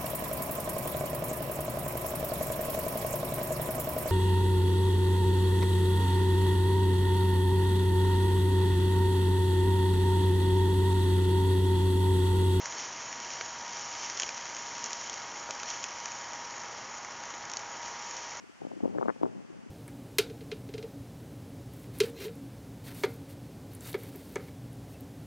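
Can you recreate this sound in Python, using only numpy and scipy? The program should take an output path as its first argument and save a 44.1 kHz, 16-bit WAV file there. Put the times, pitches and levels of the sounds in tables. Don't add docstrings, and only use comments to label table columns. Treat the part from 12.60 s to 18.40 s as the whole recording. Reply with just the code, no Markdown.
import sys
import numpy as np
from scipy import signal
from scipy.fft import rfft, irfft, next_fast_len
from scipy.io import wavfile

SR = 44100
rng = np.random.default_rng(int(sys.argv[2]) if len(sys.argv) > 2 else 0)


def unload_audio(sound):
    columns = np.transpose(np.atleast_2d(sound))
    steps = np.round(np.clip(columns, -1, 1) * 32767)
    wavfile.write(sys.argv[1], SR, steps.astype(np.int16))


N = 255780
TIME_S = np.arange(N) / SR

# freq_hz, density_db
FAN_AIR_SPECTRUM = [(25, -25.5), (60, -12), (130, -8.5), (280, -6), (450, -3.5), (680, 0.5), (1020, 2.5),
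                    (1500, -1), (2100, -3), (2600, -8.5), (3100, -11), (3650, -13), (7000, -15.5),
                    (7700, -66)]
# shaft_multiple, relative_db
MOTOR_HARMONICS = [(2, -19.5), (4, -16.5), (5, -21.5), (9, -20), (11, -14), (13, -19.5), (15, -11),
                   (18, -13), (19, -11), (20, -12), (21, -9), (24, -15.5), (27, -27), (28, -13.5),
                   (29, -13.5), (32, -11.5), (37, -16.5)]
# time_s, level_db
WHINE_LEVELS = [(0, -48), (.3, -55), (.45, -51), (2.1, -50), (3.2, -51.5), (3.6, -49.5), (3.92, -50.5),
                (4.05, -55.5), (4.52, -54.5), (4.62, -51.5), (4.95, -53.5), (5.35, -49.5), (5.8, -51)]
# time_s, level_db
DRONE_LEVELS = [(0, -59), (.45, -62), (.95, -56), (1.95, -59.5), (2.6, -57.5), (2.92, -54.5), (3.22, -58.5),
                (3.7, -56.5), (4.35, -55.5), (5.1, -54), (5.8, -58.5)]
# freq_hz, density_db
COAL_SPECTRUM = [(300, -23), (1000, -1.5), (1500, 1), (2200, 7), (3100, -6.5), (3800, -12), (5000, -22.5),
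                 (8000, -57)]
# start_s, strike_db
TONG_KNOCKS = [(1.6331, -28), (1.6912, -29), (2.8905, -21), (2.8980, -28), (2.8998, -27), (2.9028, -26),
               (2.9080, -30), (3.0326, -30)]
# freq_hz, gain_db, t60_s
TONG_MODES = [(235, -27, 0.04), (370, -27, 0.035), (570, -22, 0.035), (680, -17, 0.03), (855, -11, 0.014),
              (1330, -9, 0.0093)]
# start_s, crack_db, body_db, pitch_hz, width_octaves
GRILL_POPS = [(0.0568, -34, -36, 1900, .6), (0.1235, -39, -44, 3100, .8), (0.1966, -47, -43, 2700, 1),
              (0.5271, -39, -42, 2000, 1), (0.6015, -39, -47, 3000, 1), (0.6478, -41, -47, 2800, 1),
              (0.7039, -40, -45, 2900, .7), (0.8106, -38, -31, 2500, 1.15), (1.4332, -39, -44, 1400, .8),
              (1.4462, -40, -44, 3000, 1), (1.4991, -38, -39, 2500, 1.2), (1.5741, -35, -39, 3000, 1),
              (1.5985, -26.5, -31.5, 2800, .6), (1.6052, -38, -41, 2700, 1),
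              (1.6204, -32, -33.5, 3100, .45), (1.6326, -33.5, -30.5, 2900, .65),
              (1.6906, -33.5, -35, 2400, .9), (1.7786, -43, -44, 2600, 1), (1.8548, -40, -47, 2600, 1),
              (1.9482, -40, -44, 2700, 1), (1.9663, -39, -42, 2500, .7), (2.1813, -40, -44, 2400, .7),
              (2.2414, -30.5, -41, 3300, .7), (2.2602, -36, -47, 3800, .7), (2.3060, -39, -44, 1900, .7),
              (2.3308, -32, -39, 3200, .9), (2.4967, -35, -38.5, 3000, .9), (2.5305, -38, -46, 2800, 1),
              (2.5395, -37, -44, 2800, .5), (2.5783, -44, -42, 2600, 1.2), (2.6189, -46, -45, 3600, .7),
              (2.9076, -33, -35, 2700, 1.3), (2.9995, -41.5, -43, 2900, .8),
              (3.0324, -37.5, -37.5, 2700, 1.5), (3.1024, -36, -41, 3300, .8), (3.1107, -41, -41, 2900, 1),
              (3.2407, -32, -34, 2800, .9), (3.4574, -33.5, -37.5, 1900, .8), (3.5188, -39, -47, 2600, 1),
              (3.7330, -39, -44, 1700, 1), (3.9804, -45, -44, 1800, .5), (4.0345, -42, -42, 1800, .7),
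              (4.0451, -47, -45, 1900, .6), (4.4475, -42, -40.5, 1900, .7), (4.6365, -42, -42.5, 2400, .9),
              (4.7049, -50, -43, 1400, .8), (4.7391, -47, -45, 2600, .9), (4.8530, -40, -50, 3000, .8),
              (4.8982, -38, -47, 3100, .6), (4.9159, -38, -50, 3000, .6), (4.9359, -33, -42, 2700, 1),
              (4.9697, -31, -37, 4400, .5), (4.9928, -41, -46, 2900, .8), (5.2805, -47, -43, 1500, .8),
              (5.5102, -39.5, -47, 2800, 1), (5.5682, -40, -47, 2800, 1), (5.7700, -45, -46, 2000, 1)]
# freq_hz, density_db
CRACK_SPECTRUM = [(1000, -26.5), (3700, -18), (4400, -5), (5000, -4), (5500, 6), (6200, 5.5), (6650, 8),
                  (7200, -1), (7700, -19), (8300, -42)]
# offset_widths, density_db
BODY_SHAPE = [(-5, -30), (-2.4, -13), (-1.2, -4.5), (-.4, -1.5), (0, 1), (.3, -1.5), (.6, -8), (1.1, -15),
              (2, -40)]
# freq_hz, density_db
THUD_SPECTRUM = [(60, -26), (200, -10), (500, 0), (900, 0), (1400, -9), (2500, -25), (5000, -50)]
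# freq_hz, density_db
FAT_SPECTRUM = [(300, -20.5), (1000, -14), (2100, -2), (2650, -6), (3150, -0.5), (3620, -10), (4400, -4.5),
                (5050, -4.5), (5400, 2.5), (5750, 5), (6300, 1.5), (6700, 3.5), (7200, -3), (7700, -58.5)]
# time_s, level_db
FRYING_LEVELS = [(0.0, -44), (1.05, -45), (1.44, -42), (1.82, -45), (2.35, -43), (2.9, -47), (3.45, -44.5),
                 (3.8, -47.5), (4.6, -48.5), (5.05, -49), (5.5, -44.5), (5.8, -47)]
# peak_s, rise_db
JUICE_FLARES = [(0.2, 4.5), (0.725, 3.5), (1.149, 2.5), (1.429, 2), (1.59, 2.5), (3.09, 6.5), (5.02, 0.5),
                (5.24, 3)]


def from_db(db):
    return 10 ** (np.asarray(db) / 20)


def unit_rms(x):
    return x / np.sqrt(np.mean(x ** 2) + 1e-20)


def curve(rows):
    return np.interp(TIME_S, *np.transpose(rows))


def drift(rate_hz):
    hop, settle = 40, 2000
    pole = np.exp(-2 * np.pi * rate_hz * hop / SR)
    noise = rng.standard_normal(N // hop + settle + 2)
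    slow = signal.lfilter([1], [1, -2 * pole, pole * pole], noise)[settle:]
    return np.interp(np.arange(N) / hop, np.arange(len(slow)), unit_rms(slow))


def coloured(x, spectrum):
    length = x.shape[-1]
    size = next_fast_len(length + SR // 10)
    freq_hz, gain_db = np.transpose(spectrum)
    grid_hz = np.maximum(np.arange(size // 2 + 1) * SR / size, 1)
    gain = from_db(np.interp(np.log(grid_hz), np.log(freq_hz), gain_db))
    cepstrum = irfft(np.log(gain), size)
    cepstrum[1:size // 2] *= 2
    cepstrum[size // 2 + 1:] = 0
    return irfft(rfft(x, size) * np.exp(rfft(cepstrum)), size)[..., :length]


def ring(clicks, freq_hz, t60_s):
    radius = from_db(-60 / (t60_s * SR))
    step_rad = 2 * np.pi * freq_hz / SR
    feedback = [1, -2 * radius * np.cos(step_rad), radius * radius]
    return signal.lfilter([0, np.sin(step_rad)], feedback, clicks + 1e-18)


def random_clicks(rate_per_s, spread_db, cap_spreads):
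    heights = from_db(spread_db * np.minimum(rng.exponential(1, N), cap_spreads))
    return heights * (rng.random(N) < rate_per_s / SR)


def puffs(clicks, t60_s, bowl_db, bowl_t60_s):
    energy = clicks ** 2 + 1e-18
    direct = signal.lfilter([1], [1, -from_db(-120 / (t60_s * SR))], energy)
    scatter = signal.lfilter([1], [1, -from_db(-120 / (bowl_t60_s * SR))], energy)
    return np.sqrt(direct + from_db(bowl_db) ** 2 * scatter) * rng.standard_normal(N)


def fan(shaft_hz, wander_hz, hum_db, waver_db, rush_db):
    turns = np.cumsum(shaft_hz + wander_hz * drift(rate_hz=1.69)) / SR
    tones = [(multiple, hum_db + relative_db) for multiple, relative_db in MOTOR_HARMONICS]
    tones += [(16, curve(WHINE_LEVELS)), (14, curve(DRONE_LEVELS))]
    hum = np.zeros(N)
    for multiple, level_db in tones:
        amplitude = np.sqrt(2) * from_db(level_db + waver_db * drift(rate_hz=4.4))
        hum += amplitude * np.sin(2 * np.pi * (multiple * turns + rng.random()))
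    rush = unit_rms(coloured(rng.standard_normal(N), FAN_AIR_SPECTRUM))
    return hum + from_db(rush_db) * rush


def cricket(pitch_hz, wander_hz, first_s, period_s, length_s, strokes_per_s):
    start_db, fade_db_per_s, spread_db = -49, 0.65, 0.5
    envelope = np.zeros(N)
    for centre_s in np.arange(first_s, TIME_S[-1], period_s):
        level_db = start_db - fade_db_per_s * centre_s - spread_db * rng.standard_normal()
        swell = np.exp(-np.abs(2 * (TIME_S - centre_s) / length_s) ** 4)
        strokes = np.abs(np.cos(np.pi * (strokes_per_s * TIME_S + rng.random())))
        envelope += 2 * from_db(level_db) * swell * strokes
    cycles = np.cumsum(pitch_hz + wander_hz * drift(rate_hz=30)) / SR
    return envelope * np.sin(2 * np.pi * cycles)


def coals(level_db):
    clicks = random_clicks(rate_per_s=60, spread_db=3.5, cap_spreads=2.5)
    crackle = puffs(clicks, t60_s=0.014, bowl_db=-22.5, bowl_t60_s=0.019)
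    return from_db(level_db) * unit_rms(coloured(crackle, COAL_SPECTRUM))


def tongs(low_cut_hz):
    start_s, strike_db = np.transpose(TONG_KNOCKS)
    strikes = np.zeros(N)
    strikes[np.round(start_s * SR).astype(int)] = from_db(strike_db)
    high_pass = signal.butter(2, low_cut_hz, "high", fs=SR, output="sos")
    strikes = signal.sosfilt(high_pass, strikes + 1e-18)
    return sum(from_db(gain_db) * ring(strikes, hz, t60_s) for hz, gain_db, t60_s in TONG_MODES)


def pop(spectrum, bowl_db, bowl_t60_s):
    snap_share, attack_s, puff_t60_s = 0.35, 0.0004, 0.006
    age_s = TIME_S[:SR // 20]
    attack = 1 - np.exp(-age_s / attack_s)
    decay = from_db(-60 * age_s / puff_t60_s) + from_db(bowl_db - 60 * age_s / bowl_t60_s)
    puff = rng.standard_normal(len(age_s)) * decay * attack
    puff *= np.sqrt((1 - snap_share) / np.sum(puff ** 2))
    snap = np.sqrt(snap_share) * signal.unit_impulse(len(age_s))
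    burst = coloured(snap + puff, spectrum)
    return burst / np.sqrt(np.sum(burst ** 2) / (0.004 * SR))


def grill_pops(body_top_hz, body_lag_s, thud_relative_db):
    track = np.zeros(N + SR)
    low_pass = signal.butter(8, body_top_hz, fs=SR, output="sos")
    for start_s, crack_db, body_db, pitch_hz, width_octaves in GRILL_POPS:
        crack = from_db(crack_db) * pop(CRACK_SPECTRUM, bowl_db=-25, bowl_t60_s=0.08)
        body_spectrum = [(pitch_hz * 2 ** (offset * width_octaves), db) for offset, db in BODY_SHAPE]
        body = from_db(body_db) * pop(body_spectrum, bowl_db=-24, bowl_t60_s=0.085)
        body = signal.sosfilt(low_pass, body)
        thud = from_db(body_db + thud_relative_db) * pop(THUD_SPECTRUM, bowl_db=-26, bowl_t60_s=0.03)
        for onset_s, sound in ((start_s, crack), (start_s + body_lag_s, body + thud)):
            onset = int(onset_s * SR)
            track[onset:onset + len(sound)] += sound
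    return track[:N]


def frying_db(attack_s, release_s):
    level_db = curve(FRYING_LEVELS)
    for peak_s, rise_db in JUICE_FLARES:
        width_s = np.where(TIME_S < peak_s, attack_s, release_s)
        level_db += rise_db * np.exp(-((TIME_S - peak_s) / width_s) ** 2)
    return level_db


def sizzle(haze_db, crackle_db):
    level = from_db(frying_db(attack_s=0.026, release_s=0.072))
    vigour = unit_rms(level)
    bubbles = random_clicks(rate_per_s=5000 * vigour, spread_db=-3.5, cap_spreads=3.6)
    haze = puffs(bubbles, t60_s=0.012, bowl_db=-12, bowl_t60_s=0.072)
    clustering = from_db(2 * drift(rate_hz=13))
    ticks = random_clicks(rate_per_s=260 * vigour * clustering, spread_db=4, cap_spreads=2.6)
    crackle = puffs(ticks, t60_s=0.0098, bowl_db=-18.5, bowl_t60_s=0.045)
    fat = from_db(haze_db) * unit_rms(coloured(haze, FAT_SPECTRUM))
    fat += from_db(crackle_db) * unit_rms(coloured(crackle, FAT_SPECTRUM))
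    return fat * level / np.sqrt(vigour)


def scene():
    grill = sizzle(haze_db=-0.5, crackle_db=-5.5)
    grill += grill_pops(body_top_hz=6500, body_lag_s=0.0002, thud_relative_db=-18)
    grill += coals(level_db=-61.5)
    grill += tongs(low_cut_hz=362)
    yard = fan(shaft_hz=59.1, wander_hz=0.025, hum_db=-51.5, waver_db=0.7, rush_db=-45.5)
    yard += cricket(pitch_hz=6757, wander_hz=24, first_s=0.095, period_s=0.387,
                    length_s=0.13, strokes_per_s=27)
    return np.tile(grill + yard, (2, 1))


def record(dry):
    cutoff_hz = 8200
    return signal.sosfilt(signal.ellip(10, 0.1, 75, cutoff_hz, fs=SR, output="sos"), dry)


dry = scene()
out = record(dry)
unload_audio(out)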